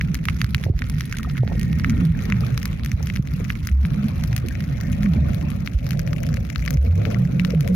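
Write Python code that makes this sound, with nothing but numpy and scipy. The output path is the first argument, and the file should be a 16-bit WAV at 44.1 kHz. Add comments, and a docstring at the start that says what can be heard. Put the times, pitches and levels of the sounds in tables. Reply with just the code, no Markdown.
"""Under water above a coral reef, a hand-held camera is swept to and fro.
Water rumbles over the housing, thumps, sets it ringing and sheds fluttering eddies; air and bubbles
gurgle, fizz and plop at the two microphone ports. The grip knocks now and then.
Snapping shrimp crackle all around; a limiter ducks everything whenever the bass surges."""
import sys
import numpy as np
from scipy import signal
from scipy.fft import rfft, irfft
from scipy.io import wavfile
from scipy.ndimage import uniform_filter1d

SR = 44100
rng = np.random.default_rng(int(sys.argv[2]) if len(sys.argv) > 2 else 0)


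def log_audio(samples):
    """Write samples as a 16-bit WAV file to the path given in sys.argv[1]."""
    # one column per channel
    frames = np.atleast_2d(samples).T
    # limit to full scale, then quantise
    limited = np.clip(frames, -1, 1)
    pcm = np.round(limited * 32767).astype(np.int16)
    wavfile.write(sys.argv[1], SR, pcm)


N = 341775
TIME = np.arange(N) / SR
USUAL_FLOW_DB = -19.5

# Water speed over the housing, as rumble level. Each row: time in seconds, level in dB.
FLOW_LEVELS = [(0.0, -21.5), (0.4, -24.5), (1.05, -26.5), (1.55, -20), (2.0, -17.5), (2.35, -22),
               (2.78, -26), (3.2, -23.5), (3.7, -27.5), (3.97, -20.5), (4.55, -25.5), (5.2, -18.5),
               (5.75, -25.5), (6.25, -22), (6.56, -27.5), (7.15, -22), (7.4, -22), (7.75, -21.5)]
# Bubbly water passing the ports. Each row: middle and length in seconds, gurgle and fizz in dB.
SLOSH_SPELLS = [(2.303, 1.33, -45.5, -42.5), (2.99, 0.067, -37, -41), (3.406, 0.14, -53, -42),
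                (4.06, 0.79, -46.5, -44), (4.864, 1.9, -46, -48.5), (5.315, 0.85, -42, -45.5),
                (6.154, 1.1, -38.5, -60), (6.72, 0.25, -40.5, -53), (7.073, 0.93, -34.5, -43.5),
                (7.638, 0.53, -34, -44.5)]


def amp(db):
    """Decibels to gain."""
    return 10 ** (np.asarray(db) / 20)


def unit(x):
    """Scale to rms 1."""
    return x / np.sqrt(np.mean(x ** 2) + 1e-20)


def columns_at(table, hz):
    """Spectrum table interpolated over log frequency."""
    table_hz, *columns = np.transpose(table)
    return np.array([np.interp(np.log(hz + 1), np.log(table_hz), c) for c in columns])


def add(mix, start_s, sound):
    """Mix a sound into both channels."""
    part = mix[:, max(round(start_s * SR), 0):][:, :sound.shape[-1]]
    part += sound[..., :part.shape[1]]


def ports(pan_db):
    """Left and right gain; pan is left minus right."""
    return amp(np.array([pan_db, -pan_db]) / 2)


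def drift(rate_hz):
    """Low-passed noise, rms 1."""
    hz = np.fft.rfftfreq(N, 1 / SR)
    return unit(irfft(rfft(rng.standard_normal(N)) * np.exp(-(hz / rate_hz) ** 2), N))


def arch(middle_s, length_s, db):
    """Half-cosine rise and fall of gain."""
    return amp(db) * np.cos(np.pi * np.clip((TIME - middle_s) / length_s, -.5, .5))


def minimum_phase(db):
    """Causal spectrum with the given gain."""
    cepstrum = irfft(np.log(amp(db)))
    half = cepstrum.shape[-1] // 2
    cepstrum[..., 1:half] *= 2
    cepstrum[..., half + 1:] = 0
    return np.exp(rfft(cepstrum))


def turbulence(spectrum, level_db, patch_db, patch_s, patch_hz, size, stretch=1):
    """Coloured noise at both ports, patchy in time and pitch; stretch scales its frequencies."""
    # Likeness of the ports. Each row: frequency in Hz, coherence.
    port_coherence = [(140, 0.94), (290, 0.88), (400, -0.41), (530, -0.61), (750, -0.17), (1050, 0.015),
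                      (1500, 0.93), (3000, -0.59)]
    hop = size // 4
    hz = np.fft.rfftfreq(size, 1 / SR)
    a, b, c, d, patches = rng.standard_normal((5, N // hop + 5, len(hz)))
    patches = uniform_filter1d(patches, max(1, round(patch_s * SR / hop)), axis=0)
    patches = unit(uniform_filter1d(patches, max(1, round(patch_hz / hz[1])), axis=1))
    coherence = np.clip(columns_at(port_coherence, hz), -1, 1)
    left = a + 1j * b
    right = coherence * left + np.sqrt(1 - coherence ** 2) * (c + 1j * d)
    stretch = np.interp(np.arange(len(left)) * hop / SR, TIME, stretch * np.ones(N))
    colour = amp(columns_at(spectrum, hz / stretch[:, None]) + patch_db * patches)
    frames = np.array([left, right]) * colour
    _, noise = signal.istft(frames.swapaxes(1, 2), nperseg=size, noverlap=size - hop)
    return amp(level_db) * unit(noise[:, :N])


def rumble(flow_db, deep_hz=85, deep_db_per_db=0.3):
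    """Water rushes over the housing; the deepest part hardly follows the flow."""
    # Rumble spectrum. Each row: frequency in Hz, left and right in dB.
    spectrum = [(30, -34, -18), (45.2, -6, -7), (63, 0, 0.5), (100, -4, -3), (150.5, 0.5, 2),
                (242.4, -13.5, -8), (284, -24.5, -18), (466, -36, -29), (1400, -76, -65)]
    noise = turbulence(spectrum, flow_db, patch_db=2.5, patch_s=.04, patch_hz=69.9, size=4096)
    deep = signal.sosfiltfilt(signal.butter(3, deep_hz, fs=SR, output="sos"), noise)
    return deep * amp((deep_db_per_db - 1) * (flow_db - USUAL_FLOW_DB)) + (noise - deep)


def gurgle(flow_db, usual_db=-48.5, usual_pocket_hz=565):
    """Air caught in the ports tunes a gurgle that grows with flow and sloshes."""
    # Gurgle spectrum at the usual pitch. Each row: frequency in Hz, left and right in dB.
    spectrum = [(200, -20, 0.5), (415, -12, -3.5), (498, 5.5, 2), (597, 4.5, -1), (760, -5.5, -21),
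                (900, -22.5, -37), (2500, -67, -66)]
    # Air pocket tuning. Each row: time in seconds, pitch in Hz.
    pocket_pitch = [(2.2, 464), (4.0, 578), (5.5, 586), (7.6, 525)]
    pocket_hz = np.interp(TIME, *np.transpose(pocket_pitch))
    power = amp(usual_db + flow_db - USUAL_FLOW_DB) ** 2
    power += sum(arch(middle_s, length_s, db) ** 2 for middle_s, length_s, db, _ in SLOSH_SPELLS)
    noise = turbulence(spectrum, 10 * np.log10(power), patch_db=3, patch_s=.03, patch_hz=170,
                       size=1024, stretch=pocket_hz / usual_pocket_hz)
    return noise + burble(pocket_hz, power)


def bubble(hz, rise=0.033, swell_cycles=3.2):
    """A bubble swells, rings down and rises in pitch."""
    age = np.arange(SR // 10) / SR * hz / swell_cycles
    phase = 2 * np.pi * np.cumsum(hz * (1 + rise * np.tanh(age / 2))) / SR
    return age * np.exp(1 - age) * np.sin(phase)


def burble(pocket_hz, power, per_s=17, max_above_db=8, spread_octaves=0.19):
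    """Random bubbles track the gurgle's pitch and level, pushing on the two ports in turn."""
    out = np.zeros((2, N))
    push_pull = np.array([[1], [-.5]])
    for when, pitch, strength in rng.random((int(per_s * N / SR), 3)):
        at = int(when * N)
        ring = bubble(pocket_hz[at] * 2 ** (spread_octaves * (2 * pitch - 1)))
        add(out, at / SR, push_pull * amp(max_above_db) * strength * np.sqrt(power[at]) * ring)
    return out


def fizz(flow_db, usual_db=-47, db_per_flow_db=0.4):
    """Fine bubbles hiss with flow and sloshes."""
    # Fizz spectrum. Each row: frequency in Hz, left and right in dB.
    spectrum = [(600, -5, -0.5), (920, -6, -8.5), (1380, 2, -19), (1710, -5.5, -25), (2440, -2.5, -4),
                (2850, -11.5, -15.5), (3350, -25, -12.5), (4130, -36, -13), (5860, -19.5, -41),
                (8200, -46, -37), (12000, -21, -21.5), (16500, -51, -46)]
    power = amp(usual_db + db_per_flow_db * (flow_db - USUAL_FLOW_DB)) ** 2
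    power += sum(arch(middle_s, length_s, db) ** 2 for middle_s, length_s, _, db in SLOSH_SPELLS)
    return turbulence(spectrum, 10 * np.log10(power), patch_db=4.5, patch_s=.02, patch_hz=450, size=512)


def snaps(rows, pan_spread_db, scatter_db, scatter_s, echo_db, echo_s, ripple_db, size=1024):
    """Each snap is one impulse, scattered by housing and reef, then coloured by the housing."""
    # Crackle drifting from right to left. Each row: time in seconds, pan in dB.
    pan_path = [(0.5, -6), (3.0, -2.5), (4.4, -0.5), (6.2, 8.5), (7.7, 8.5)]
    # Housing response. Each row: frequency in Hz, left and right in dB.
    housing_gain = [(715, -30.5, -26), (1013, -15.5, -14), (1280, -4.5, -6), (2145, 4, 0),
                    (2685, -1.5, -7.5), (3500, -10.5, -10), (6100, -10, -19), (7220, -20.5, -27.5),
                    (7930, -34.5, -37), (10420, -23.5, -23), (13270, -19.5, -29), (14600, -27, -108)]
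    starts_s, db, tilt_db = np.transpose(rows)
    count = len(rows)
    pan_db = np.interp(starts_s, *np.transpose(pan_path)) + pan_spread_db * rng.standard_normal(count)
    t, hz = np.arange(size) / SR, np.fft.rfftfreq(size, 1 / SR)
    decay = amp(scatter_db) * np.exp(-t / scatter_s) + amp(echo_db) * np.exp(-t / echo_s)
    scatter = rfft(rng.standard_normal((count, 2, size)) * decay * (1 - t / t[-1]))
    scatter_gain = 1 + (hz / 5500) ** 2  # short waves scatter most
    arrival = (1 + scatter * scatter_gain) / np.sqrt(1 + (decay ** 2).sum() * scatter_gain ** 2)
    bearing = rng.random((count, 2, 1))  # each direction has its own peaks and dips
    bearing_db = ripple_db * np.cos(2 * np.pi * (bearing + 0.735 * np.log2(1 + hz / 900)))
    treble_octaves = np.minimum(np.log2(1 + (hz / 2800) ** 8) / 8, 1.7)
    treble_db = np.maximum(tilt_db[:, None, None] * treble_octaves, -13)  # dull snaps keep a thin tick
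    colour = minimum_phase(columns_at(housing_gain, hz) + treble_db + bearing_db)
    clicks = irfft(arrival * colour) * ports(pan_db).T[:, :, None]
    power_over_1ms = (clicks ** 2).mean(1).sum(1) / (SR / 1000)
    clicks *= (amp(db) / np.sqrt(power_over_1ms))[:, None, None]
    out = np.zeros((2, N))
    for start_s, click in zip(starts_s, clicks):
        add(out, start_s, click)
    return out


def shrimp(far_per_s=240, far_top_db=-27.5, fall_db_per_decade=12):
    """A few near shrimp snap over a crowd of far ones, the fainter the more numerous."""
    # Near snaps. Each row: start in seconds, level in dB, treble tilt in dB per octave.
    near_snaps = [(0.0112, -13.5, -5), (0.1449, -20, 10.5), (0.1524, -22, 4), (0.2543, -21, 6),
                  (0.2856, -10.2, -29), (0.298, -24, 4), (0.4158, -13, -0.5), (0.4443, -16.5, 2.5),
                  (0.5467, -11, -0.5), (0.6384, -20.5, 1.5), (0.7912, -25, 8), (0.8201, -17.5, -46),
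                  (0.8984, -24, 9.5), (1.0081, -19, 3), (1.1257, -18, 3.5), (1.1708, -26.5, 9),
                  (1.1856, -24, 7), (1.2312, -26, 5), (1.3698, -26, -3), (1.3793, -23.5, -1.5),
                  (1.4768, -23.5, -5), (1.5954, -26.5, 12), (1.6132, -28, 7), (1.6312, -27, 10),
                  (1.7296, -27.5, 1), (1.7976, -24, 0), (1.8455, -11.5, -28), (1.8972, -21.5, 6),
                  (1.9048, -30, 8), (2.3009, -23.5, 2), (2.3232, -12, -29), (2.3439, -31, -12),
                  (2.5768, -18.5, 2.5), (2.6299, -24, 8), (2.6554, -18.5, 8.5), (2.8478, -26, 10),
                  (2.8607, -23, 4), (2.9168, -21.5, 5.5), (3.0711, -24.5, 9), (3.1004, -19.5, -5),
                  (3.1613, -20.5, 0.5), (3.1717, -28, -2), (3.2735, -29.5, 6), (3.5026, -13.8, -22),
                  (3.6718, -19.5, 8.5), (3.6889, -24, -12), (3.8515, -22, -14), (4.238, -23.5, 5),
                  (4.329, -25.5, 0), (4.3643, -18, 8.5), (4.379, -24.5, 7), (4.4855, -24.5, 10),
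                  (4.553, -26, -1), (4.6053, -26.5, 6), (4.811, -26, 7), (5.032, -24.5, 3.5),
                  (5.0605, -22.5, -13), (5.6749, -18.5, -8), (5.9078, -20.5, 3), (5.9937, -22, 6),
                  (6.0756, -26.5, -3), (6.1314, -23, -4), (6.2323, -27.5, 12), (6.2371, -28, -15),
                  (6.3415, -25.5, 6), (6.3704, -24, -11), (6.5012, -23, 3), (6.5591, -18, -6.5),
                  (6.6249, -28, -15), (6.6613, -24, 4), (6.678, -15.5, -6), (6.682, -24.5, -10),
                  (6.7066, -19.5, 8.5), (7.0528, -19.5, -10), (7.1452, -21.5, -4), (7.3968, -16, -2),
                  (7.449, -17, -3), (7.5055, -26, 0.5), (7.6077, -20.5, 5.5), (7.6767, -22, 6.5)]
    count = int(far_per_s * N / SR)
    when, rank = rng.random((count, 2)).T
    db = far_top_db - fall_db_per_decade * np.log10(1 + 45 * rank)
    tilt_db = rng.normal(4, 4, count)
    far_snaps = np.transpose([when * N / SR, db, tilt_db])
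    near = snaps(near_snaps, pan_spread_db=2, scatter_db=-25, scatter_s=0.0014,
                 echo_db=-29.5, echo_s=0.0034, ripple_db=3)
    far = snaps(far_snaps, pan_spread_db=6.5, scatter_db=-17, scatter_s=0.00027,
                echo_db=-29, echo_s=0.013, ripple_db=6)
    return near + far


def thumps(sag=0.14, swell_cycles=0.6):
    """Pressure surges on the housing swell and sag in pitch."""
    # Surges. Each row: start in seconds, mid pitch in Hz, peak in dB.
    surges = [(0.438, 100, -3.5), (0.662, 99, -8), (0.698, 95, 4), (0.74, 58, -3.5), (2.099, 84, -1),
              (2.934, 79.5, -2), (3.194, 134, 0.5), (5.746, 58, 0)]
    out, t = np.zeros((2, N)), np.arange(SR // 5) / SR
    for start_s, hz, db in surges:
        age = t * hz / swell_cycles
        phase = 2 * np.pi * np.cumsum(hz * (1 + sag * (np.exp(-age / 2) * 2 - 1))) / SR
        envelope = (age * np.exp(1 - age)) ** 2
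        add(out, start_s, ports(-2.1)[:, None] * amp(db) * envelope * np.sin(phase))
    return out


def knock(hz, db, half_cycles, pan_db=-13):
    """A dead knock near the right port: water damps the housing within a cycle or two."""
    cycles = np.arange(-SR // 100, SR // 100) / SR * hz
    envelope = np.exp(-(cycles / half_cycles) ** 2)
    return ports(pan_db)[:, None] * amp(db) * envelope * np.sin(2 * np.pi * cycles)


def handling(slips_per_knock=7, slip_span_s=0.054, slip_mid_hz=590, slip_max_db=-37.5):
    """The grip knocks on the housing and slips in a run of tiny knocks around each."""
    # Knocks. Each row: middle in seconds, pitch in Hz, level in dB, half length in cycles.
    knocks = [(0.61, 480, -35.5, 0.6), (0.6662, 460, -20.5, 0.45), (0.7, 347, -15.5, 1),
              (1.4343, 463, -10.5, 0.46), (1.478, 514, -27, .7), (1.521, 600, -24.5, 0.54),
              (3.007, 580, -32, 0.44), (5.163, 352, -30.5, 1)]
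    out, slips = np.zeros((2, N)), []
    for middle_s, _, db, _ in knocks:
        for when, pitch in rng.random((slips_per_knock, 2)):
            slip_s = middle_s + slip_span_s * (when - .2)
            slips.append((slip_s, slip_mid_hz * 2 ** (pitch - .5), min(slip_max_db, db - 13), 1))
    for middle_s, hz, db, half_cycles in knocks + slips:
        sound = knock(hz, db, half_cycles)
        add(out, middle_s - sound.shape[1] / 2 / SR, sound)
    return out


def housing_ring():
    """Flow noise rings in the narrow modes of the housing."""
    # Modes. Each row: frequency and width in Hz, relative gain in dB.
    modes = [(1860, 42, 5), (2160, 70, -3)]
    # Ringing spells. Each row: middle and length in seconds, level in dB.
    spells = [(1.692, 2, -48.5), (4.862, 1.7, -54), (4.85, 0.12, -46)]
    hz = np.fft.rfftfreq(N, 1 / SR)
    response = sum(amp(db) / (1 + 1j * (hz - mode_hz) / width_hz) ** 2 for mode_hz, width_hz, db in modes)
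    ring = unit(irfft(rfft(rng.standard_normal(N)) * response, N))
    return ports(2.7)[:, None] * sum(arch(*spell) for spell in spells) * ring


def plops(flutter=1.1, flutter_hz=210):
    """Single bubbles ring by the ports, raggedly, as the flow deforms them."""
    # Bubbles. Each row: start in seconds, pitch in Hz, level before flutter in dB, pan in dB.
    passing_bubbles = [(1.141, 1500, -34, 6), (1.195, 1310, -29, 2), (1.247, 1220, -34.5, 2),
                       (1.271, 703, -39.5, 7), (1.352, 1530, -30.5, -4), (2.149, 1670, -29, 2),
                       (2.414, 437, -38.5, -14), (2.434, 1230, -36, 6), (3.396, 382, -33.5, -11),
                       (4.435, 330, -33, -14), (4.508, 1660, -29, 8), (5.181, 610, -38, 1),
                       (6.839, 456, -30.5, 1), (7.062, 440, -30.5, 0), (7.109, 594, -34, 6),
                       (7.528, 457, -29, -1), (7.572, 674, -38, 12)]
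    out = np.zeros((2, N))
    for start_s, hz, db, pan_db in passing_bubbles:
        add(out, start_s, ports(pan_db)[:, None] * amp(db) * bubble(hz))
    return out * (1 + flutter * drift(flutter_hz)) / np.sqrt(1 + flutter ** 2)


def eddies(waver=0.032, ends_db=-17.5, fade_cycles=1.4):
    """Eddies peel off in turn: an unsteady low tone that glides as the camera changes speed."""
    # Eddy runs. Each row: start and length in seconds, first and last pitch in Hz,
    # crest level in dB, crest position from 0 to 1.
    runs = [(1.388, 0.1, 144.5, 75, -2.5, 0.2), (1.63, 0.21, 193.4, 124.5, -16, 0.7),
            (1.859, 0.1, 252.6, 210, -13.5, 0.79), (1.953, 0.12, 281, 257, -27, 0.6),
            (2.015, 0.14, 172.8, 146.4, -6, 0.3), (2.25, 0.13, 229.5, 183, -16.5, 0.67),
            (2.311, 0.4, 113, 132.3, -15.5, 0), (3.708, 0.154, 64.6, 71.3, 3, 0.03),
            (3.84, 0.13, 150.2, 153, -12.5, 0.1), (3.98, 0.11, 189, 215, -15.5, 0.67),
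            (4.272, 0.17, 103.2, 139.4, -16, 0.36), (4.98, 0.2, 221.8, 144.6, -10, 0.59),
            (5.162, 0.1, 71.6, 67, -5.5, 0.2), (6.725, 0.042, 145, 135, -7.5, 0.78),
            (6.765, 0.114, 61.5, 76.3, 2, 0.07), (6.848, 0.21, 74.4, 114.3, -3, 0.25),
            (7.06, 0.23, 97, 148, -9.5, 0.77), (7.08, 0.23, 224.4, 168, -10, 0.8),
            (7.32, 0.26, 179.5, 188.5, -11.5, 0.35), (7.52, 0.13, 173.5, 127.7, -4.5, 0.45),
            (7.66, 0.13, 193.7, 165, -9.5, 0.57)]
    out = np.zeros((2, N))
    wobble, throb = drift(rate_hz=31), drift(rate_hz=42)
    for start_s, length_s, first_hz, last_hz, crest_db, crest in runs:
        t = np.arange(0, length_s, 1 / SR)
        hz = first_hz + (last_hz - first_hz) * t / length_s
        db = crest_db + np.interp(t / length_s, [0, crest, 1], [ends_db, 0, ends_db])
        unrest = hz / 170  # faster flow is less regular
        wavering_hz = hz * (1 + waver * unrest * np.interp(start_s + t, TIME, wobble))
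        phase = 2 * np.pi * np.cumsum(wavering_hz) / SR
        throb_db = 2 * unrest * np.interp(start_s + t, TIME, throb)
        edge_cycles = np.minimum(t, length_s - t) * hz
        fade = np.sin(np.pi / 2 * np.clip(edge_cycles / fade_cycles, 0, 1)) ** 2
        add(out, start_s, ports(-1.9 * unrest) * amp(db + throb_db) * fade * np.sin(phase))
    return out


def scene():
    """Water and hand on the housing, shrimp on the reef."""
    flow_db = np.interp(TIME, *np.transpose(FLOW_LEVELS))
    flow = rumble(flow_db) + gurgle(flow_db) + fizz(flow_db)
    return flow + housing_ring() + eddies() + plops() + handling() + thumps() + shrimp()


def record(dry, low_hz=36, high_hz=16400, threshold_db=-16, cut_db_per_db=0.81, recovery_db_per_s=140):
    """Bass cut, limiter with fast attack and steady recovery, clipping, band limit."""
    dry = signal.sosfilt(signal.butter(4, low_hz, "high", fs=SR, output="sos"), dry)
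    power = abs(uniform_filter1d((dry ** 2).mean(0), size=500))
    power_db = 10 * np.log10(power + 1e-12)
    recovery_db = TIME * recovery_db_per_s
    held_db = np.maximum.accumulate(power_db + recovery_db) - recovery_db
    over_db = np.maximum(held_db - threshold_db, 0)
    ducked = dry * amp(-cut_db_per_db * uniform_filter1d(over_db, size=300))
    clipped = np.clip(ducked, -.72, .72)  # the sharpest snaps outrun the limiter
    lowpass = signal.firwin(301, high_hz, window=("kaiser", 9), fs=SR)
    return signal.oaconvolve(clipped, lowpass[None], "same")


dry = scene()
out = record(dry)
log_audio(out)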